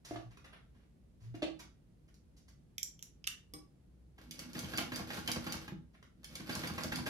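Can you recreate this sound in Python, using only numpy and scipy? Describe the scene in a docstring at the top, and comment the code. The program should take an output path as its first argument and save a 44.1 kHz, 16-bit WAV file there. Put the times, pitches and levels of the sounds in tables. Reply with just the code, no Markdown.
"""An industrial sewing machine in a small workroom, heard from just above its table.
Fingers brush cloth (impulse bursts, coloured) as the presser foot drops and lifts (struck modes, groaning linkage).
A hand clicks against the handwheel and a sprung part snaps over (filtered bursts, decaying modes).
Then two slow runs of stitches, a brake thump between: the feed knocks, the hook ticks, the table shakes, links
rattle and thread squeaks (bursts, resonators, grains, chirps). Low rumble and motor hum (noise, sine) throughout."""
import sys
import numpy as np
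from scipy import signal
from scipy.fft import rfft, irfft, next_fast_len
from scipy.io import wavfile
from scipy.ndimage import uniform_filter1d

SR = 44100
rng = np.random.default_rng(int(sys.argv[2]) if len(sys.argv) > 2 else 0)


def log_audio(samples):
    """Write samples as a 16-bit WAV file to the path given in sys.argv[1]."""
    # one column per channel
    frames = np.atleast_2d(samples).T
    # limit to full scale, then quantise
    limited = np.clip(frames, -1, 1)
    pcm = np.round(limited * 32767).astype(np.int16)
    wavfile.write(sys.argv[1], SR, pcm)


N = 312669
T = np.arange(N) / SR
SIZE = next_fast_len(N + SR)
HZ = np.arange(SIZE // 2 + 1) * SR / SIZE

# Levels are ahead of each function's gains.
# feed and its drive knocking: t/s, clack level/dB, table thud level/dB, clack pitch f/Hz
FEED_KNOCKS = [(4.18,-53,-61,450), (4.551,-41.5,-39,1700), (4.734,-36.5,-40,1450), (4.781,-31.5,-38.5,2090),
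               (4.918,-37,-40,1660), (5.102,-36,-44,1810), (5.283,-34.5,-38,780), (5.465,-36,-37.5,1390),
               (5.678,-42,-48.5,890), (6.398,-46,-42,1020), (6.491,-36,-36,1650), (6.634,-34,-40.5,1570),
               (6.779,-34,-43,1100), (6.919,-32,-39.5,1580), (7.062,-34,-39.5,1690)]
# needle bar bottoming in each stitch: t/s, knock level/dB, deep thump level/dB, knock pitch f/Hz
BAR_PUNCHES = [(4.628,-46.5,-33,950), (4.811,-41.5,-40,690), (4.994,-39.5,-35,834), (5.172,-40.5,-36,1050),
               (5.358,-37.5,-30.5,523), (5.539,-41,-35,970), (6.556,-41.5,-33,960), (6.696,-41.5,-33,1100),
               (6.842,-40,-34.5,620), (6.983,-41,-33.5,900)]
# resonances of the cast head: f/Hz, width/Hz, rel. level/dB
HEAD_PEAKS = [(479,42,6.5), (660,36,10.5), (825,14,10.5), (1009,9.7,9), (1100,82,0.5), (1398,26,13),
              (1588,87,8), (2330,33,3.5)]
# low ring of small steel parts: f/Hz, width/Hz, rel. 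level/dB
LOW_RING_PEAKS = [(1750,740,-11), (2297,130,-1), (2640,280,-2.5), (3120,300,1.5), (3554,200,-1),
                  (4400,320,-10.5)]
# spectrum of a sharp steel contact: f/Hz, rel. level/dB
STEEL_SPECTRUM = [(400, -16), (1500, -10), (3000, -5.5), (5000, 2.5), (6700, 0), (8200, -11), (9300, -4.5),
                  (12800, -15), (13800, -5.5), (15000, -25.5)]


def undb(db):
    """Decibels to gain."""
    return 10 ** (np.asarray(db) / 20)


def unit(x):
    """Scale to rms 1."""
    return x / np.sqrt(np.mean(x ** 2))


def slope(points):
    """Values over frequency, joined on a log axis."""
    hz, value = np.transpose(points)
    return np.interp(np.log(HZ + 1), np.log(hz), value)


def through(x, response):
    """Filter by a frequency response."""
    return irfft(rfft(x, SIZE) * response, SIZE)[..., :N]


def unit_power(response):
    """Rms gain of a response on white noise."""
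    return np.sqrt(np.mean(abs(response) ** 2))


def colour(x, points):
    """Causal (minimum-phase) filter with the given spectrum shape and unit power gain."""
    cepstrum = irfft(np.log(undb(slope(points))), SIZE)
    response = np.exp(rfft(2 * cepstrum[:SIZE // 2], SIZE))
    return through(x, response / unit_power(response))


def resonate(x, peaks):
    """Parallel resonances of alternating sign, unit power gain."""
    response = 0
    for k, (hz, width_hz, db) in enumerate(peaks):
        damping = 1j * HZ * width_hz
        response = response + (-1) ** k * undb(db) * damping / (hz ** 2 - HZ ** 2 + damping)
    return through(x, response / unit_power(response))


def blows(times_s, db, decay_ms, rise=1.0, chatter_db=0):
    """Each contact is a noise burst, even over frequency, that builds for a share of its decay time and dies away."""
    out = np.zeros(N + SR)
    lead = SR // 100  # samples ahead of the contact
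    t = np.maximum(T[:SR // 2] - T[lead], 0)
    for s, gain, ms in np.broadcast(times_s, undb(db), decay_ms):
        age = t * 1000 / ms
        chatter = undb(chatter_db * unit(uniform_filter1d(rng.standard_normal(len(t)), size=70)))
        envelope = chatter * np.exp(-age) * (1 - np.exp(-age / rise))
        spectrum = rfft(envelope * rng.standard_normal(len(t)))
        power = uniform_filter1d(abs(spectrum) ** 2, size=600)
        burst = irfft(spectrum / np.sqrt(power), len(t))
        # energy of a plain decay, whatever the rise
        scale = np.linalg.norm(np.exp(-age[lead:])) / np.linalg.norm(burst)
        out[int(s * SR) - lead:][:len(t)] += gain * burst * scale
    return out[:N]


def pitched(times_s, db, decay_ms, hz, width_hz):
    """Blows that each ring at a pitch of their own, with unit power gain."""
    rings = 0
    for s, level_db, ms, f in np.broadcast(times_s, db, decay_ms, hz):
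        b, a = signal.iirpeak(f, f / width_hz, fs=SR)
        rings = rings + signal.lfilter(b, a, blows([s], level_db, ms, rise=0.27))
    return rings * np.sqrt(SR / (np.pi * width_hz))


def pushes(times_s, db):
    """One clean impulse for each blow."""
    samples = (np.atleast_1d(times_s) * SR).astype(int)
    return np.bincount(samples, np.atleast_1d(undb(db)), N)[:N]


def ring(x, modes):
    """Decaying modes of a struck part."""
    t = T[:SR]
    tone = sum(undb(db - 60 * t / t60_s) * np.sin(2 * np.pi * hz * t) for hz, db, t60_s in modes)
    return through(x, rfft(tone, SIZE))


def feed(clack_ms=8, clack_db=-3, head_db=-7, dull_hz=2200, link_db=-7, link_width_hz=160, bar_db=-2, bar_width_hz=260):
    """The feed clacks, the needle bar knocks duller; both ring the cast head, at a pitch shifting from stroke to stroke."""
    # clack: f/Hz, rel. level/dB
    clack_spectrum = [(400,-2), (1600,1), (2500,1.5), (5500,-11.5), (7000,-13), (8200,-26.5), (13300,-14),
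                      (15000,-45)]
    feed_s, feed_db, _, feed_hz = np.transpose(FEED_KNOCKS)
    punch_s, punch_db, _, punch_hz = np.transpose(BAR_PUNCHES)
    punches = blows(punch_s, punch_db, clack_ms, rise=0.17, chatter_db=4.5)
    punches = through(punches, 1 / (1 + 1j * HZ / dull_hz))
    hits = blows(feed_s, feed_db, clack_ms, rise=0.29, chatter_db=1.5) + punches
    links = pitched(feed_s, feed_db + link_db, clack_ms, feed_hz, link_width_hz)
    bar = pitched(punch_s, punch_db + bar_db, clack_ms, punch_hz, bar_width_hz)
    clack = undb(clack_db) * colour(hits, clack_spectrum)
    return clack + undb(head_db) * resonate(hits, HEAD_PEAKS) + links + bar


def needle(tick_ms=1.45, tick_db=2.5, ring_db=-1, tip_db=-6):
    """Sharp steel ticks with a low and a very high ring; the needle bar rings on after each."""
    # ticks of hook and needle, hardest in thick cloth: t/s, level/dB, low (3 kHz) ring rel. 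level/dB
    ticks = [(4.31,-40,-3), (4.392,-39,-3), (4.532,-47,-5), (4.591,-35.5,-17), (4.644,-49.5,9),
             (4.775,-31,-24), (4.782,-38,11.5), (4.9593,-36,-12), (5.144,-46,-15), (5.191,-46,-3),
             (5.276,-34,8), (5.316,-30,-21), (5.523,-33.5,-1), (6.244,-43,-4), (6.354,-39.5,-0.5),
             (6.552,-34.5,-13), (6.673,-39,0), (6.835,-34.5,-9), (6.958,-36.5,-1)]
    # very high ring: f/Hz, width/Hz, rel. level/dB
    tip_peaks = [(9500, 700, -1.5), (12420, 260, -1)]
    # needle bar, lowest modes a beating pair: f/Hz, level/dB, t60/s
    bar_modes = [(2217,-20,0.24), (2235,-19,0.22), (4700,-18.5,0.12)]
    s, db, low_db = np.transpose(ticks)
    hits = blows(s, db, tick_ms, rise=0.078)
    tip = resonate(blows(s, db + tip_db, tick_ms, rise=0.15), tip_peaks)
    low = resonate(blows(s, db + low_db + ring_db, tick_ms, rise=0.084), LOW_RING_PEAKS)
    return undb(tick_db) * colour(hits, STEEL_SPECTRUM) + tip + low + ring(pushes(s, db), bar_modes)


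def table(knock_db=26, punch_db=23, thump_db=20, lag_s=0.00901, rumble_db=-3):
    """Knocks and the belt drive shake the table top; each punch also thumps the stand."""
    # belt drive rumble: t/s, level/dB
    drive_levels = [(4.18,-61.5), (4.4,-54.5), (4.75,-47), (5.42,-53), (5.8,-57), (5.9,-95), (6.2,-65.5),
                    (6.43,-52), (7.09,-42.5)]
    # table top resonances: f/Hz, width/Hz, rel. level/dB
    table_peaks = [(100.4, 27, -5.5), (117.7, 16, -3), (163, 8.8, 0), (214, 29, -7.5), (245.5, 9.8, 3),
                   (316.7, 26, -3.5)]
    # stand resonances: f/Hz, width/Hz, rel. level/dB
    stand_peaks = [(66,33,-5), (97.6,23.5,2), (123,20,0.5), (176,51,0)]
    feed_s, _, thud_db, _ = np.transpose(FEED_KNOCKS)
    punch_s, bar_db, deep_db, _ = np.transpose(BAR_PUNCHES)
    drive_db = np.interp(T, *np.transpose(drive_levels), left=-120)
    rumble = undb(rumble_db + drive_db) * rng.standard_normal(N)
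    force = pushes(feed_s, knock_db + thud_db) + pushes(punch_s + lag_s, punch_db + bar_db) + rumble
    thumps = pushes(punch_s + lag_s, thump_db + deep_db)
    shake = resonate(force, table_peaks) + resonate(thumps, stand_peaks)
    return through(shake, 1 / (1 + 1j * HZ / 700) ** 2)


def shaft(start_s, full_s, stroke_s, braking_s, stitch_hz):
    """Turns of the main shaft and the effort behind them: it builds, holds, then falls with the speed."""
    start_db, spin_up_s = -18.5, 0.069  # effort as the motor starts; swell as the shafts begin to turn
    brake_s, brake_power = 0.09, 0.6  # time to stand still; effort follows speed to this power
    slowing_s = np.clip(T - braking_s, 0, brake_s)
    turning_s = np.minimum(T, braking_s) - stroke_s + slowing_s - slowing_s ** 2 / (2 * brake_s)
    shortfall = np.clip((full_s - T) / (full_s - start_s), 0, 1)
    build = np.clip((T - start_s) / spin_up_s, 0, 1) * undb(start_db * shortfall)
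    return stitch_hz * turning_s, build * (1 - slowing_s / brake_s) ** brake_power


def running():
    """Gain of the turning shafts: it follows the effort and swells once a stitch."""
    # runs of stitching: motor start t/s, full effort t/s, one feed stroke t/s, braking start t/s, stitch rate f/Hz
    runs = [(4.15, 4.602, 4.548, 5.59, 5.43), (6.163, 6.463, 7.48, 10, 7)]
    mean_db, swing_db, loudest_turn = -54, 5.5, 0.14  # last: share of a turn
    gain = 0
    for run in runs:
        turns, effort = shaft(*run)
        gain = gain + effort * undb(mean_db + swing_db * np.cos(2 * np.pi * (turns - loudest_turn)))
    return gain


def shafts(grains_per_s=300, scatter_db=5.0, whirr_db=-4, head_db=-10):
    """Play in the bearings and links makes a dense, fine rattle of random grains."""
    # whirr: f/Hz, rel. level/dB
    whirr_spectrum = [(100,-7.5), (400,9), (1000,1), (2200,3), (4700,1.5), (8200,-9.5), (9500,-8.5),
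                      (13700,-6), (14800,-38.5)]
    struck = rng.random(N) < grains_per_s / SR
    grains = struck * rng.standard_normal(N) * undb(scatter_db * rng.standard_normal(N))
    rattle = unit(grains) * running()
    return undb(whirr_db) * colour(rattle, whirr_spectrum) + undb(head_db) * resonate(rattle, HEAD_PEAKS)


def thread(squeak_hz=4660, length_s=0.0072, rough_rad=0.102):
    """Short, slightly rough stick-slip chirps as the thread is drawn up tight."""
    # squeaks: t/s, level/dB
    squeaks = [(4.574,-53), (4.761,-45.5), (4.946,-45.5), (5.13,-54), (5.503,-47), (6.531,-45.5),
               (6.678,-47), (6.957,-43.5)]
    phase = np.cumsum(2 * np.pi * squeak_hz / SR + rough_rad * rng.standard_normal(N))
    return np.sin(phase) * sum(undb(db) * np.exp(-((T - s) / length_s) ** 2) for s, db in squeaks)


def brake(stop_s=5.722, stop_db=-38):
    """The brake thumps the table as the first run stops; the stand rings in decaying modes."""
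    # stand under the brake: f/Hz, rel. level/dB, t60/s
    stop_modes = [(185, -6, 0.22), (157.7, -9.5, 0.48), (321, -4.5, 0.11)]
    return ring(pushes(stop_s, stop_db), stop_modes)


def handwheel(spot_db=-4, spot_width_hz=300):
    """Small hard contacts, each a crack with a low and a high ring and a narrow ping from the spot struck."""
    # clicks: t/s, low ring level/dB, high ring level/dB, broad crack level/dB, contact/ms, spot pitch f/Hz
    clicks = [(2.781,-30,-27,-54.5,0.6,2390), (2.830,-36,-22,-38.5,0.62,7250),
              (2.992,-46.5,-45,-63,0.26,3180), (3.026,-53,-27.5,-36,0.28,5780),
              (3.242,-31.5,-50,-50.5,0.31,5160), (3.27,-37.5,-36.5,-29.5,0.64,2700),
              (3.273,-23,-25.5,-23,0.83,3090)]
    # high ring: f/Hz, width/Hz, rel. level/dB
    high_peaks = [(5700, 500, 2), (6400, 930, -2), (7250, 80, 2), (9640, 430, -10.5), (11000, 4200, -12.5),
                  (13180, 870, -7.5)]
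    # hard contact: f/Hz, rel. level/dB
    crack_spectrum = [(500,-25.5), (1500,-9), (4300,-0.5), (6000,-6), (12000,-7.5), (16000,-34)]
    s, low_db, high_db, crack_db, ms, hz = np.transpose(clicks)
    low = resonate(blows(s, low_db, ms, rise=0.35), LOW_RING_PEAKS)
    high = resonate(blows(s, high_db, ms, rise=0.93), high_peaks)
    pings = pitched(s, np.maximum(low_db, high_db) + spot_db, ms, hz, spot_width_hz)
    rings = through(low + high + pings, (1j * HZ / (1200 + 1j * HZ)) ** 2)
    return rings + colour(blows(s, crack_db, ms, rise=0.82), crack_spectrum)


def latch(snap_s=3.537, ring_db=-51, tick_db=-46, tick_ms=2.4, knock_db=-57, knock_ms=25):
    """A sprung part snaps over with a dull knock and a short ping as the wheel is turned."""
    # sprung part: f/Hz, rel. level/dB, t60/s
    latch_modes = [(165,-2,0.2), (303.6,0.5,0.37), (465,0.5,0.11), (790,-9.5,0.18), (1136,-1,0.11),
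                   (2261,-8,0.12), (3440,-2,0.016), (5132,4.5,0.075), (8700,1.5,0.12), (11400,12.5,0.005)]
    ping = ring(pushes(snap_s, ring_db), latch_modes)
    knock = pitched([snap_s], knock_db, knock_ms, hz=302, width_hz=220)
    return ping + knock + colour(blows([snap_s], tick_db, tick_ms), STEEL_SPECTRUM)


def presser_foot(clash_ms=11, clash_db=-2, groan_hz=117, groan_width_hz=5):
    """The foot thumps on the bed with a clash of metal; its sprung linkage groans at each push of the knee."""
    # foot and lever landing: t/s, thump level/dB, blow centre f/Hz, metal clash level/dB
    landings = [(0.110,-39.5,500,-70), (0.159,-36,1480,-48), (1.344,-44.5,220,-76), (1.4208,-40.5,740,-36),
                (1.427,-34.5,410,-36.5)]
    # foot: f/Hz, rel. level/dB, t60/s
    foot_modes = [(144,-19,0.78), (321.3,2.5,0.14), (355.5,-3.5,0.18), (458,-3,0.032), (610,-4.5,0.045),
                  (684,1,0.098), (1154,-6.5,0.024), (1690,-16,0.052)]
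    # clash: f/Hz, rel. level/dB
    clash_spectrum = [(200,-38.5), (600,21), (1300,4.5), (3000,13), (4300,8), (5000,0.5), (8200,-9.5),
                      (11500,-16), (16000,-76)]
    # linkage groans: t/s, length/s, level/dB
    groans = [(0.086, 0.13, -53), (0.23, 0.07, -50.5), (1.204, 0.11, -47), (1.301, 0.048, -46.5)]
    s, _, _, metal_db = np.transpose(landings)
    force = 0
    for at_s, db, hz, _ in landings:
        # a soft landing drives the low modes, a hard one the high modes
        ratio = HZ / hz
        force = force + through(pushes(at_s, db), 1j * ratio / (1 + 1j * ratio - ratio ** 2))
    clash = colour(blows(s, metal_db + clash_db, clash_ms, rise=0.052), clash_spectrum)
    waver = unit(uniform_filter1d(rng.standard_normal(N), size=2000))
    groan = np.sin(2 * np.pi * np.cumsum(groan_hz + groan_width_hz * waver) / SR)
    swells = sum(undb(db) * np.sin(np.pi * np.clip((T - at_s) / length_s, 0, 1)) for at_s, length_s, db in groans)
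    return ring(force, foot_modes) + clash + groan * swells


def cloth(cloth_db=-1.5, catch_db=5):
    """Fingers slide and tap the fabric, catching unevenly on the weave; a nail may graze the plate."""
    # touches: t/s, level/dB, decay/ms, nail on steel rel. level/dB
    touches = [(0.044,-58.5,52,-1.5), (0.048,-45.5,6,-3), (0.307,-54.5,9.3,-15), (0.371,-52.5,2.4,-7),
               (0.441,-53.5,8.7,-10), (0.491,-64,35,-26), (0.739,-73.5,42,-13), (1.2,-69.5,36,-2.5),
               (1.339,-53,5.8,-24), (1.351,-66.5,2.2,10.5), (1.59,-50,9.2,-1.5), (2.078,-72,8.5,-2),
               (2.142,-70,0.59,15), (2.364,-71.5,12.6,6), (2.48,-63,6.3,2), (5.931,-66.5,12,-11),
               (6.027,-53.5,0.9,-4.5)]
    # fabric: f/Hz, rel. level/dB
    cloth_spectrum = [(700,4), (1800,7), (3500,0), (6000,-13.5), (8200,-28.5), (10000,-9.5), (15000,-40)]
    s, db, ms, nail_db = np.transpose(touches)
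    catches = undb(catch_db * unit(uniform_filter1d(rng.standard_normal(N), size=500)))
    fabric = colour(blows(s, db, ms) * catches, cloth_spectrum)
    nail = colour(blows(s, db + nail_db, ms), STEEL_SPECTRUM)
    return undb(cloth_db) * (fabric + nail)


def diffuse(wide_hz=480):
    """Noise from all sides: alike in both ears in the bass, unrelated above."""
    mid, side = rng.standard_normal((2, N))
    spread = np.minimum(HZ / wide_hz, 1) ** 0.63
    pair = mid + np.array([[1], [-1]]) * through(side, spread)
    return through(pair, 1 / np.sqrt(1 + spread ** 2))


def workroom(build_s=0.0019):
    """Response of the room: a diffuse tail, each band with its own decay, evenly loud over frequency."""
    # room decay: f/Hz, t60/s
    decays = [(300, 0.34), (1500, 0.31), (6000, 0.26), (14000, 0.15)]
    noise, tail = diffuse(), 0
    for hz, t60_s in decays:
        band = slope([(f, float(f == hz)) for f, _ in decays])
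        tail = tail + through(noise, band) * undb(-60 * np.minimum(T / t60_s, 4))
    response = rfft(tail * (1 - np.exp(-(T / build_s) ** 2)), SIZE)
    power = uniform_filter1d(abs(response) ** 2, size=300, axis=-1)
    even = irfft(response / np.sqrt(power), SIZE)
    return rfft(even[:, :SR], SIZE)


def place(x, room, room_db, lag_ms=.18, right_db=0):
    """Direct sound from the right, reaching the left port later, plus the room."""
    lag_s = np.array([[lag_ms / 1000], [0]])
    gain = undb(np.array([[-.5], [.5]]) * right_db)
    direct = gain * np.exp(-2j * np.pi * HZ * lag_s)
    return through(x, direct + undb(room_db) * room)


def background(air_db=-62, hum_hz=59.9, hum_db=-70):
    """Low room rumble (coloured diffuse noise) and the hum of the waiting motor (a sine)."""
    # rumble: f/Hz, rel. level/dB
    air_spectrum = [(15,-46), (25,-17.5), (60,-0.5), (87,-10.5), (157,-8), (290,-17), (985,-38),
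                    (8290,-49.5), (10800,-47.5), (14500,-60)]
    rumble = undb(air_db) * unit(colour(diffuse(wide_hz=746), air_spectrum))
    return rumble + undb(hum_db) * np.sin(2 * np.pi * hum_hz * T)


def scene():
    """Bed, head and stand sit at different spots, so each reaches the walls by its own paths."""
    bed, head, stand = workroom(), workroom(), workroom()
    stitching = place(feed(), bed, room_db=-0.5)
    stitching += place(shafts(), stand, room_db=5.5)
    stitching += place(needle() + thread(), head, room_db=2.0)
    drive = place(table() + brake(), stand, room_db=-0.5)
    wheel = place(handwheel(), stand, room_db=-3.5, lag_ms=0.318, right_db=2.0)
    wheel += place(latch(), head, room_db=-2, lag_ms=0.345)
    handling = place(presser_foot(), head, room_db=1.0) + place(cloth(), bed, room_db=4.5)
    return stitching + drive + wheel + handling + background()


def record(dry):
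    """The right port hears the mids a little louder; the deepest bass and the top are cut."""
    # left minus right: f/Hz, level/dB
    tilt = [(200, 0), (380, -0.5), (700, -3), (1290, -1), (2380, 0), (4400, -3.5), (8120, -1.5),
            (12000, 0.5)]
    low_hz, top_hz = 33, 15900
    ports = through(dry, undb(np.array([[.5], [-.5]]) * slope(tilt)))
    ports = signal.sosfilt(signal.butter(4, low_hz, "high", fs=SR, output="sos"), ports)
    return signal.sosfilt(signal.ellip(8, .2, 70, top_hz, fs=SR, output="sos"), ports)


dry = scene()
out = record(dry)
log_audio(out)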